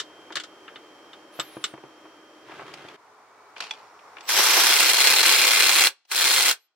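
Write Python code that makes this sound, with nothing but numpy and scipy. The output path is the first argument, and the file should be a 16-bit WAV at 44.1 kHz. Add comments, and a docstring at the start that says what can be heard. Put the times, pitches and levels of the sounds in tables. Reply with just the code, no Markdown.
"""Inside a car in a repair shop, with machines humming behind, a hand seats a seat-belt retractor:
modal strikes clack and knock on the pillar, warbling sines and hiss zip the webbing, rough noise rubs the trim.
After an abrupt change of background a socket clicks and scrapes onto the bolt, then an impact wrench whistles
and hammers it tight in a long and a short burst: noisy blows rattle resonances of socket, bracket and pillar."""
import sys
import numpy as np
from scipy import signal
from scipy.fft import rfft, irfft, next_fast_len
from scipy.io import wavfile
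from scipy.ndimage import uniform_filter1d, map_coordinates

SR = 44100
rng = np.random.default_rng(int(sys.argv[2]) if len(sys.argv) > 2 else 0)


def transcribe(signal):
    """Save signal, clipped to [-1, 1], as a 16-bit WAV file at the path in sys.argv[1]."""
    frames = np.atleast_2d(signal).T
    limited = np.clip(frames, -1, 1)
    pcm = np.round(limited * 32767).astype(np.int16)
    wavfile.write(sys.argv[1], SR, pcm)


N = 297675
T = np.arange(N) / SR  # seconds

# stereo width of the close sounds: pitch_hz, left_right_likeness (-1 to 1)
NEAR_ALIKE = [(200, 1), (1200, 0.85), (3500, 0.42), (8000, 0)]
# spectrum of socket clicks and scrapes: pitch_hz, density_db (per Hz)
CLICK_COLOUR = [(120, -53), (200, -19), (806, -6), (2090, -8.5), (2380, -1.5), (3130, -5), (3430, -9.5),
                (3760, -8.5), (4600, -7.5), (11700, -33), (16000, -50)]
# trigger pulls: full_speed_s, release_s, level_db, panel_db, bracket_ring_db
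BURSTS = [(4.29, 5.882, -17, 0, 0), (6.116, 6.528, -17, -2.2, -5)]


def amp(db):
    """Decibels to gain."""
    return 10 ** (np.asarray(db) / 20)


def unit(x):
    """Scale to rms 1."""
    return x / np.sqrt(np.mean(x ** 2) + 1e-20)


def along(points, hz):
    """Read (Hz, value) points on a log frequency axis."""
    point_hz, value = np.transpose(points)
    return np.interp(np.log(hz + 1), np.log(point_hz + 1), value)


def curve(rows):
    """Draw a (s, value) table as one value per sample."""
    return np.interp(T, *np.transpose(rows))


def bell(s, length, db):
    """A smooth rise and fall in dB around time s."""
    return db * np.exp(-((T - s) / length) ** 2)


def wobble(rate):
    """A smooth random curve, rate knots a second."""
    coarse = T[::16]
    knots = rng.standard_normal(int(N * rate / SR) + 4)
    return np.interp(T, coarse, map_coordinates(knots, [coarse * rate]))


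def stroke(start, end, db, drift, attack, release):
    """Level in dB of a sound that rises, holds with a slow drift and dies away; slopes in dB per s."""
    held = db + drift * (np.clip(T, start, end) - start)
    level = held - attack * np.maximum(start - T, 0) - release * np.maximum(T - end, 0)
    return np.maximum(level, -200)


def filtered(x, response):
    """Multiply the spectrum of x by a function of frequency."""
    n = x.shape[-1]
    m = next_fast_len(n + 8192)
    return irfft(rfft(x, m) * response(np.fft.rfftfreq(m, 1 / SR)), m)[..., :n]


def coloured(x, spectrum, size=4096):
    """Causal (minimum-phase) colouring, so that attacks stay sharp."""
    level_db = np.maximum(along(spectrum, np.fft.rfftfreq(size, 1 / SR)), -100)
    cepstrum = irfft(np.log(amp(level_db)))
    # fold the cepstrum onto positive time
    cepstrum[1:size // 2] *= 2
    cepstrum[size // 2 + 1:] = 0
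    impulse = irfft(np.exp(rfft(cepstrum)))
    return signal.fftconvolve(x, impulse[None], axes=1)[:, :x.shape[1]]


def resonate(x, modes):
    """Ring x through a bank of (Hz, width Hz, dB) resonances."""
    def response(f):
        return sum(amp(db) * 1j * f * w / (c * c - f * f + 1j * f * w) for c, w, db in modes)
    return filtered(x, response)


def stereo(pair, alike):
    """Blend two unrelated signals to a given left-right likeness."""
    def mid_side_gain(hz):
        return np.sqrt(1 + np.outer([1, -1], np.clip(along(alike, hz), -.99, .99)))
    mid, side = filtered(pair, mid_side_gain)
    return np.array([mid + side, mid - side]) / np.sqrt(2)


def noise(spectrum, alike):
    """Coloured stereo noise of rms 1."""
    return unit(stereo(coloured(rng.standard_normal((2, N)), spectrum), alike))


def tone(hz, db, waver=0.49):
    """A sine around the given rms level, slightly unsteady in level and phase."""
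    return np.sqrt(2) * amp(db + wobble(4.8)) * np.sin(2 * np.pi * hz * T + waver * wobble(28))


def tones(rows):
    """Unsteady sines that fade in and out over 28 ms."""
    total = 0
    for start, end, hz, db in rows:
        fade = np.clip(np.minimum(T - start, end - T) / 0.028, 0, 1)
        total = total + fade * tone(hz, db)
    return total


def patchy(x, depth_db):
    """Uneven gain over time and frequency, so that no two contacts have quite the same colour."""
    z = signal.stft(x, nperseg=256)[2]
    field = rng.standard_normal(z.shape[1:])
    field = uniform_filter1d(uniform_filter1d(field, size=6, axis=0), size=3, axis=1)
    return signal.istft(z * amp(depth_db * unit(field)), nperseg=256)[1][:, :N]


def add(track, s, x):
    """Mix x into the track at time s."""
    i = max(round(s * SR), 0)
    track[..., i:i + x.shape[-1]] += x[..., :max(N - i, 0)]


def strikes(events, colour, modes, t60, pan_db, attack):
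    """Each contact is a short crash of coloured noise plus the clear decaying modes of the part."""
    out, t = np.zeros((2, N)), np.arange(SR // 5) / SR
    rise = 1 - np.exp(-t / attack)
    for s, db, treble_db, ring_db in events:
        burst = rng.standard_normal((2, len(t))) * rise * amp(-60 * t / t60)
        crash = stereo(coloured(burst, colour), NEAR_ALIKE)
        ring = np.zeros_like(crash)
        for hz, level, life in modes:
            phase = rng.uniform(0, 2 * np.pi) + rng.normal(0, 0.36, (2, 1))
            strength_db = level + rng.normal(0, 2.5)
            ring += amp(strength_db - 60 * t / life) * rise * np.sin(2 * np.pi * hz * t + phase)
        # each contact has its own brightness; the small parts radiate no deep bass
        tilt = [(30, -31.0), (110, 0.5), (2500, 2.5), (7000, treble_db)]
        hit = coloured(unit(crash) + amp(ring_db) * unit(ring), tilt)
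        onset_size = np.std(hit[:, :SR // 200])  # first 5 ms
        add(out, s, amp(db) * hit / onset_size)
    return out * amp([[pan_db / 2], [-pan_db / 2]])


def room(x, decay):
    """Diffuse echoes from decaying noise; each frequency dies at its own speed."""
    hz, t, z = signal.stft(rng.standard_normal((2, SR // 2)), SR, nperseg=256)
    tail = signal.istft(z * amp(-60 * t / along(decay, hz)[:, None]), SR, nperseg=256)[1]
    delayed = np.pad(tail, ((0, 0), (SR // 400, 0)))  # 2.5 ms
    tail = stereo(delayed, NEAR_ALIKE)
    return signal.fftconvolve(x, tail / np.linalg.norm(tail[0]), axes=1)[:, :N]


def shop():
    """Fans and machines: coloured noise for the rush of air, with slightly unsteady tones."""
    # air level before and after the change: start_s, end_s, level_db, drift_db_per_s
    level_before, level_after = (-3.5, 5.5, -48, -0.63), (3, 4.5, -54.5, 4.5)
    # air spectra: pitch_hz, density_db (per Hz)
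    air_before, air_after = [(18, -96), (30, -38), (239, -19), (311, -6.5), (449, -9.5), (600, -12),
                             (1070, -13.5), (1190, -13.5), (1860, -19), (2900, -24), (3220, -19),
                             (3490, -28), (5590, -28), (6210, -30.5), (16000, -47.5)], [(30, -47), (64, -46.5), (88, -19.5), (190, -23),
                                                 (320, -11.5), (420, -6.5), (520, -10), (850, -2),
                                                 (1080, -2.5), (1400, -6), (1650, -12), (2300, -15),
                                                 (2700, -22), (6000, -24), (16000, -42.5)]
    # stereo width of the air: pitch_hz, left_right_likeness (-1 to 1)
    air_alike = [(60, 0.81), (180, 1), (550, 0.92), (1650, 0.64), (4970, -0.063), (15000, -0.57)]
    # machine tones: start_s, end_s, pitch_hz, level_db
    hum = [(0, 2.96, 312, -61), (0, 2.96, 587, -67), (0, 2.96, 1233, -68), (0, 2.96, 5399, -75),
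           (0, 2.96, 5760, -78), (0, 2.96, 4560, -81), (3.8, 4.25, 5400, -72), (3.75, 4.25, 5760, -78),
           (3.0, 4.3, 425, -71), (3.25, 3.55, 2265, -72)]
    change_s = 2.963
    in_db_per_s, out_db_per_s, faint_db = 210, 66, -85.5  # fades in, then sinks away under the wrench
    whine_hz, whine_db, whine_fade_db_per_s = 3157, -58.5, 2.5  # the strongest machine whine

    sway_db = .5 * wobble(7.6)
    before = amp(stroke(*level_before, 0, 0)) * noise(air_before, air_alike)
    before += tone(whine_hz, whine_db - whine_fade_db_per_s * T)
    after_gain = amp(stroke(*level_after, in_db_per_s, out_db_per_s)) + amp(faint_db)
    after = after_gain * noise(air_after, air_alike)
    return amp(sway_db) * np.where(T < change_s, before, after) + tones(hum)


def clacks():
    """The retractor strikes the pillar and its metal frame rings."""
    # contacts: start_s, level_db, treble_db, ring_db
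    contacts = [(0.0, -25.5, 6, -5), (0.323, -39, 0, -11), (0.355, -26, 5, -17), (0.368, -24.5, -4, -9),
                (0.399, -33, 2, -4), (0.436, -38, 3, -16), (0.679, -40, -37, -10), (0.758, -39, -17, 2),
                (1.132, -42, -8, 0), (1.397, -24, 1.5, 1.5), (1.64, -21, 5, 2.5), (1.646, -30, 2, 0)]
    # crash spectrum: pitch_hz, density_db (per Hz)
    crash_colour = [(200, -18), (500, -7.5), (900, -20.5), (1350, 2.5), (1850, -4), (2500, -10),
                    (3050, 0.5), (3600, -1.5), (5300, -7.5), (7000, -11.5), (8500, -19.5), (12700, -32.5),
                    (16000, -52)]
    # modes of the frame: pitch_hz, level_db, t60_s
    frame = [(1234, -6, 0.11), (1370, -22, 0.05), (2187, -9, 0.079), (2580, -12, 0.058), (2954, 1.5, 0.04),
             (3460, 0.5, 0.051), (3654, 4.5, 0.056), (4900, -28, .05), (5180, -10, 0.063), (7670, -4, 0.06),
             (12470, -28, 0.066)]
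    return strikes(contacts, crash_colour, frame, t60=0.067, pan_db=1.0, attack=0.0004)


def knocks():
    """Dull knocks on the body excite the low modes of the pillar."""
    # contacts: start_s, level_db, treble_db, ring_db
    contacts = [(0.304, -40.5, 8, -9), (1.391, -30.5, 2, -2), (1.568, -33, 0, 7), (1.738, -36, 14, 5),
                (1.777, -44.5, -3, -15), (1.837, -40.5, -5, 6), (2.054, -45.5, 2, -10),
                (2.495, -42.5, 4, -17), (2.519, -40.5, 13, -19), (2.594, -37, -7, -13),
                (2.617, -39.5, -6, -12), (2.849, -41.5, 12, -2)]
    # crash spectrum: pitch_hz, density_db (per Hz)
    crash_colour = [(25, -44), (60, -31), (130, -15), (400, 3.5), (900, 4.5), (1600, -1), (3000, -12),
                    (8000, -52), (16000, -49)]
    # modes of the pillar: pitch_hz, level_db, t60_s
    pillar = [(136, -17.5, 0.14), (332, 0, 0.061), (486, 8, 0.013), (750, -6.5, 0.036)]
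    return strikes(contacts, crash_colour, pillar, t60=0.065, pan_db=0.5, attack=0.00037)


def webbing(overtone=1.28, overtone_db=-15, hiss_db=1, rough=1.8):
    """The weave sings in the guide, higher and louder the faster the belt runs."""
    # belt speed, heard as the pitch of the weave: time_s, pitch_hz
    belt_pitch = [(1.3, 7900), (1.355, 11500), (1.41, 12200), (1.47, 11600), (1.56, 9900), (1.7, 9230),
                  (1.755, 8000)]
    top_speed_db, db_per_octave, fade_s = -52.5, 13, .045

    pitch = curve(belt_pitch) * (1 + .009 * wobble(45))
    phase = 2 * np.pi * np.cumsum(pitch) / SR
    channels = []
    for _ in range(2):
        weave = np.sin(phase + rough * wobble(550))
        upper = np.sin(overtone * phase + 2 * wobble(700))
        channels.append(weave + amp(overtone_db) * upper)
    zip_tone = np.array(channels)
    hiss = noise([(100, -58.5), (1000, -5), (3500, -6), (8000, -21), (15000, -23.0)], NEAR_ALIKE)
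    moving = np.clip(np.minimum(T - belt_pitch[0][0], belt_pitch[-1][0] - T) / fade_s, 0, 1)
    level_db = top_speed_db + db_per_octave * np.log2(pitch / pitch.max()) + 2 * wobble(35.05)
    return moving * amp(level_db) * (zip_tone + amp(hiss_db) * hiss)


def arm_rubbing(attack=220):
    """The arm rubs on the trim: noise in tiny uneven jerks as skin and cloth catch and slip."""
    # the rub: start_s, end_s, level_db, drift_db_per_s
    rub = (2.5, 2.955, -46.5, -4)
    # its spectrum: pitch_hz, density_db (per Hz)
    rub_colour = [(29, -55), (50, -38), (141, -2), (271, -13.5), (389, 7.5), (472, -7), (1100, -1.5),
                  (1240, 0), (2380, -6), (3250, -8.5), (16000, -40)]
    end_s = 2.963  # cut off with the change of background

    jerks_db = 2.4 * wobble(260) + 1.4 * wobble(38)
    friction = unit(amp(jerks_db) * noise(rub_colour, NEAR_ALIKE))
    return (T < end_s) * amp(stroke(*rub, attack, 0)) * friction


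def bumps(attack=0.006):
    """The arm bumps softly and sets the trim panel swinging briefly in its low modes."""
    # pushes: start_s, level_db
    pushes = [(2.521, -55), (2.625, -48), (2.7, -54), (2.845, -49)]
    # modes of the panel: pitch_hz, level_db, t60_s
    trim = [(85, -11, 0.088), (128, -2, 0.15), (152, -1, .12)]
    out, t = np.zeros(N), np.arange(SR // 4) / SR
    for s, db in pushes:
        swing = 0
        for hz, level, life in trim:
            swing = swing + amp(level - 60 * t / life) * np.sin(2 * np.pi * (hz * t + rng.uniform()))
        add(out, s, amp(db) * (1 - np.exp(-t / attack)) * swing)
    return out


def clicks():
    """Socket and trigger click: short crashes with the ring of the steel socket."""
    # contacts: start_s, level_db, treble_db, ring_db
    contacts = [(2.738, -37, 4.5, -12), (2.885, -41.5, 1, -2), (3.564, -38.5, -19, -17),
                (3.604, -27, 4, -13), (3.623, -34.5, 1, -20), (3.638, -38, 4, -14), (3.709, -25.5, 5, 2),
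                (3.736, -43, 1, -2.5), (3.991, -50, -21, -5.5), (4.168, -38.5, -24, -22),
                (4.183, -43, -11.5, -9.5), (4.207, -42, 7.5, -8), (6.051, -60, 9, -17)]
    # modes of the socket: pitch_hz, level_db, t60_s
    socket = [(880, -5.5, 0.17), (2290, -15.5, .04), (3414, 13, 0.027), (4290, -13, .04), (4587, -23.5, .3),
              (5900, -10.5, 0.064)]
    return strikes(contacts, CLICK_COLOUR, socket, t60=.03, pan_db=1.0, attack=0.00099)


def scraping():
    """The socket scrapes on the bolt head: noise in tiny uneven jerks as steel catches and slips."""
    # scrapes: start_s, end_s, level_db, drift_db_per_s
    scrapes = [(3.568, 3.6, -46.5, -60), (3.612, 3.685, -40.5, -92), (4.229, 4.28, -55.5, 101.5)]
    in_db_per_s, out_db_per_s = 1600, 118
    pressure = sum(amp(stroke(*row, in_db_per_s, out_db_per_s)) for row in scrapes)
    return pressure * unit(amp(3.3 * wobble(300)) * noise(CLICK_COLOUR, NEAR_ALIKE))


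def whistles():
    """Thin unsteady sines: the wrench whistles as it starts and stops, and a faint high whine sounds at 6.6 s."""
    # whistles: start_s, end_s, pitch_hz, level_db
    lines = [(4.215, 4.31, 7800, -61), (4.22, 4.31, 15500, -61), (6.06, 6.12, 15500, -70),
             (6.58, 6.68, 11900, -73.5)]
    return tones(lines)


def trigger():
    """Each pull spins the wrench up and lets it go: drive gain; spin-up lag, panel and bracket levels in dB."""
    open_db_per_s, close_db_per_s = 1049.5, 1099  # the drive starts and stops
    spin_up_db, spin_up_s = 8, 0.073  # the first blows are weaker
    drive, lag_db, panel_db, bracket_db = np.zeros((4, N))
    for start, end, db, panel, bracket in BURSTS:
        drive += amp(stroke(start, end, db, 0, open_db_per_s, close_db_per_s))
        on = T > start - .1
        lag_db[on] = spin_up_db * np.exp(-np.maximum(T[on] - start, 0) / spin_up_s)
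        panel_db[on], bracket_db[on] = panel, bracket
    return drive, lag_db, panel_db, bracket_db


def hammer(scatter_db=1.08, jitter=0.032, tick_db=-15):
    """Every turn the hammer strikes the anvil, chatters and rebounds: decaying noise with hard ticks."""
    # runs of even hammering, between which the hammer slips: first_blow_s, end_s, rate_blows_per_s
    runs = [(4.291, 4.3, 25), (4.334, 4.51, 31), (4.534, 4.61, 31), (4.636, 4.91, 31.3), (4.933, 4.94, 22),
            (4.981, 5.2, 33.2), (5.230, 5.86, 32.45), (6.114, 6.12, 24), (6.157, 6.5, 33.2)]
    # contacts in one turn, from blow to rebound: share_of_turn, level_db, t60_s
    turn = [(0, -5, 0.087), (0.222, -7.5, .06), (0.359, -12, 0.04), (0.558, -13, 0.063), (.74, -6.5, .02),
            (.82, -3.5, 0.011)]
    power, ticks, t = np.zeros(N), np.zeros(N), np.arange(SR // 10) / SR
    for first, end, rate in runs:
        for s in np.arange(first, end, 1 / rate):
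            for share, db, t60 in turn:
                # the main blow keeps strict time
                when = s + (share + jitter * rng.normal() * (share > 0)) / rate
                size = amp(db + scatter_db * rng.normal())
                add(power, when, (size * amp(-60 * t / t60)) ** 2)
                add(ticks, when, size * rng.choice([-1, 1], 1))
    # loose parts keep buzzing between the contacts, in quick uneven bursts
    buzz = .03
    chatter = amp(1.5 * wobble(330))
    clatter = unit(chatter * np.sqrt(power + buzz) * rng.standard_normal((2, N)))
    tick_pair = np.array([ticks, np.roll(ticks, 2)])  # right side two samples later
    return clatter + amp(tick_db) * unit(tick_pair)


def wrench(first_blow_db=4, first_blow_s=0.0055):
    """Blows ring socket, bracket and panel; as the bolt seats, the thread hisses less and the steel rings out."""
    # spectra of blows and thread hiss: pitch_hz, density_db (per Hz)
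    blow_colour, hiss_colour = [(25, -44.5), (97, -38), (170, -28.5), (256, -24), (340, -14), (480, -11.5),
                                (610, -14.5), (900, -7), (1750, -7), (2350, -5), (2980, -6.5), (3600, -4),
                                (5300, -6.5), (6400, -8.5), (8000, -6.5), (12000, -13.5), (15800, -16.5)], [(30, -52.5), (200, -28.5), (900, 0.5), (2500, 0.5),
                                                       (4500, 0.5), (5800, 5.5), (6800, -7.5),
                                                       (9800, -18.5), (12100, 1.5), (14000, -23.5),
                                                       (16000, -24.5)]
    # stereo width: pitch_hz, left_right_likeness (-1 to 1)
    wrench_alike = [(100, 0.99), (400, 0.93), (1300, 0.8), (2400, 0.52), (4300, 0.32), (5500, -0.061),
                    (8000, -0.75), (11000, -0.68), (15000, .1)]
    # resonances of pillar, loaded socket and bracket: pitch_hz, width_hz, level_db
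    pillar_rings = [(324, 24, -8), (538, 73, -5), (750, 35, -13.5), (1150, 15, -13), (1524, 150, -3.5),
                    (3273, 89, 2), (4550, 40, -14.5), (5070, 110, -7), (6830, 70, -18)]
    socket_rings, bracket_rings = [(4048, 50, 1.5), (4213, 70, 0), (4274, 80, -5.5)], [(2080, 70, -1.5), (2247, 90, -3), (2470, 150, -2),
                                                         (2735, 90, 0)]
    # the thread binds and the panel jolts as the bolt draws the retractor in: time_s, half_length_s, rise_db
    jolts = [(4.39, 0.017, 13), (4.585, 0.044, 7)]
    seat_s, seating_s = 4.73, 0.034  # when the bolt head seats, and how gradually
    turning_db, seated_db, seated_fade_db_per_s = -5, -10, 6.5  # thread hiss against the drive
    loose_damping_db = 6  # a loose bolt passes less ring on to socket and bracket
    socket_base_db, bracket_base_db, panel_base_db = 0.5, -1, -1
    # as the tension grows, first the socket rings out, then the clamped bracket: (s, half-length s, dB)
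    socket_swell, bracket_swell = (5.05, .17, 6), (5.48, 0.28, 4.5)
    jolt_muffle_share, jolt_hiss_share = .22, .55 - .1  # of a jolt: taken from the blows, added to the hiss
    hiss_lag_share = .55  # share of the spin-up felt by the hiss

    drive, lag_db, panel_db, bracket_db = trigger()
    loose = .5 - .5 * np.tanh((T - seat_s) / seating_s / 2)
    seated_time = np.maximum(T - seat_s, 0)
    jolt_db = sum(bell(*row) for row in jolts)
    socket_db = socket_base_db + bell(*socket_swell) - loose_damping_db * loose
    bracket_db += bracket_base_db + bell(*bracket_swell) - loose_damping_db * loose
    panel_db += panel_base_db + jolt_db
    thread_db = turning_db * loose + (seated_db - seated_fade_db_per_s * seated_time) * (1 - loose)

    blows = coloured(stereo(patchy(hammer(), depth_db=1.27), wrench_alike), blow_colour)
    body = blows + resonate(blows, pillar_rings)
    # socket rings a little louder on the left, bracket a little louder on the right
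    body += amp(socket_db) * resonate(blows, socket_rings) * amp([[2.5], [-2.5]])
    body += amp(bracket_db) * resonate(blows, bracket_rings) * amp([[-1], [1]])
    drumming = filtered(body, lambda hz: 1 / (1 + (hz / 950) ** 4))
    body += (amp(panel_db) - 1) * drumming
    body /= np.sqrt(np.average(np.mean(body ** 2, axis=0), weights=drive ** 2))

    # the first blow takes up the slack with a snap; a binding thread muffles the blows
    snap_db = sum(bell(row[0] + first_blow_s, first_blow_s, first_blow_db) for row in BURSTS)
    force_db = snap_db - lag_db - jolt_muffle_share * jolt_db
    hiss_db = thread_db + jolt_hiss_share * jolt_db - hiss_lag_share * lag_db
    return drive * (amp(force_db) * body + amp(hiss_db) * noise(hiss_colour, wrench_alike))


def scene():
    """Close sounds fill the cabin and echo faintly from the hall."""
    # echo decay: pitch_hz, t60_s
    cabin, hall = [(150, 0.17), (1500, 0.13), (12000, 0.1)], [(150, 0.57), (2000, 0.43), (5000, 0.43), (12000, .2)]
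    near = clacks() + knocks() + webbing() + arm_rubbing() + bumps()
    near += clicks() + scraping() + whistles() + wrench()
    return near + amp(-11.5) * room(near, cabin) + amp(-37.0) * room(near, hall) + shop()


def record(dry, ceiling=0.82, lead=.00002, low_cut_hz=28, top_hz=15900):
    """The right channel leads by 20 microseconds, loud peaks are rounded off, rumble and top are cut."""
    ports = filtered(dry, lambda hz: np.exp(1j * np.pi * lead * np.outer([-1, 1], hz)))
    rounded = ports / (1 + (ports / ceiling) ** 8) ** (1 / 8)
    thinned = filtered(rounded, lambda hz: hz / np.hypot(hz, low_cut_hz))
    return filtered(thinned, lambda hz: np.clip((top_hz - hz) / 200 + .5, 0, 1))


dry = scene()
out = record(dry)
transcribe(out)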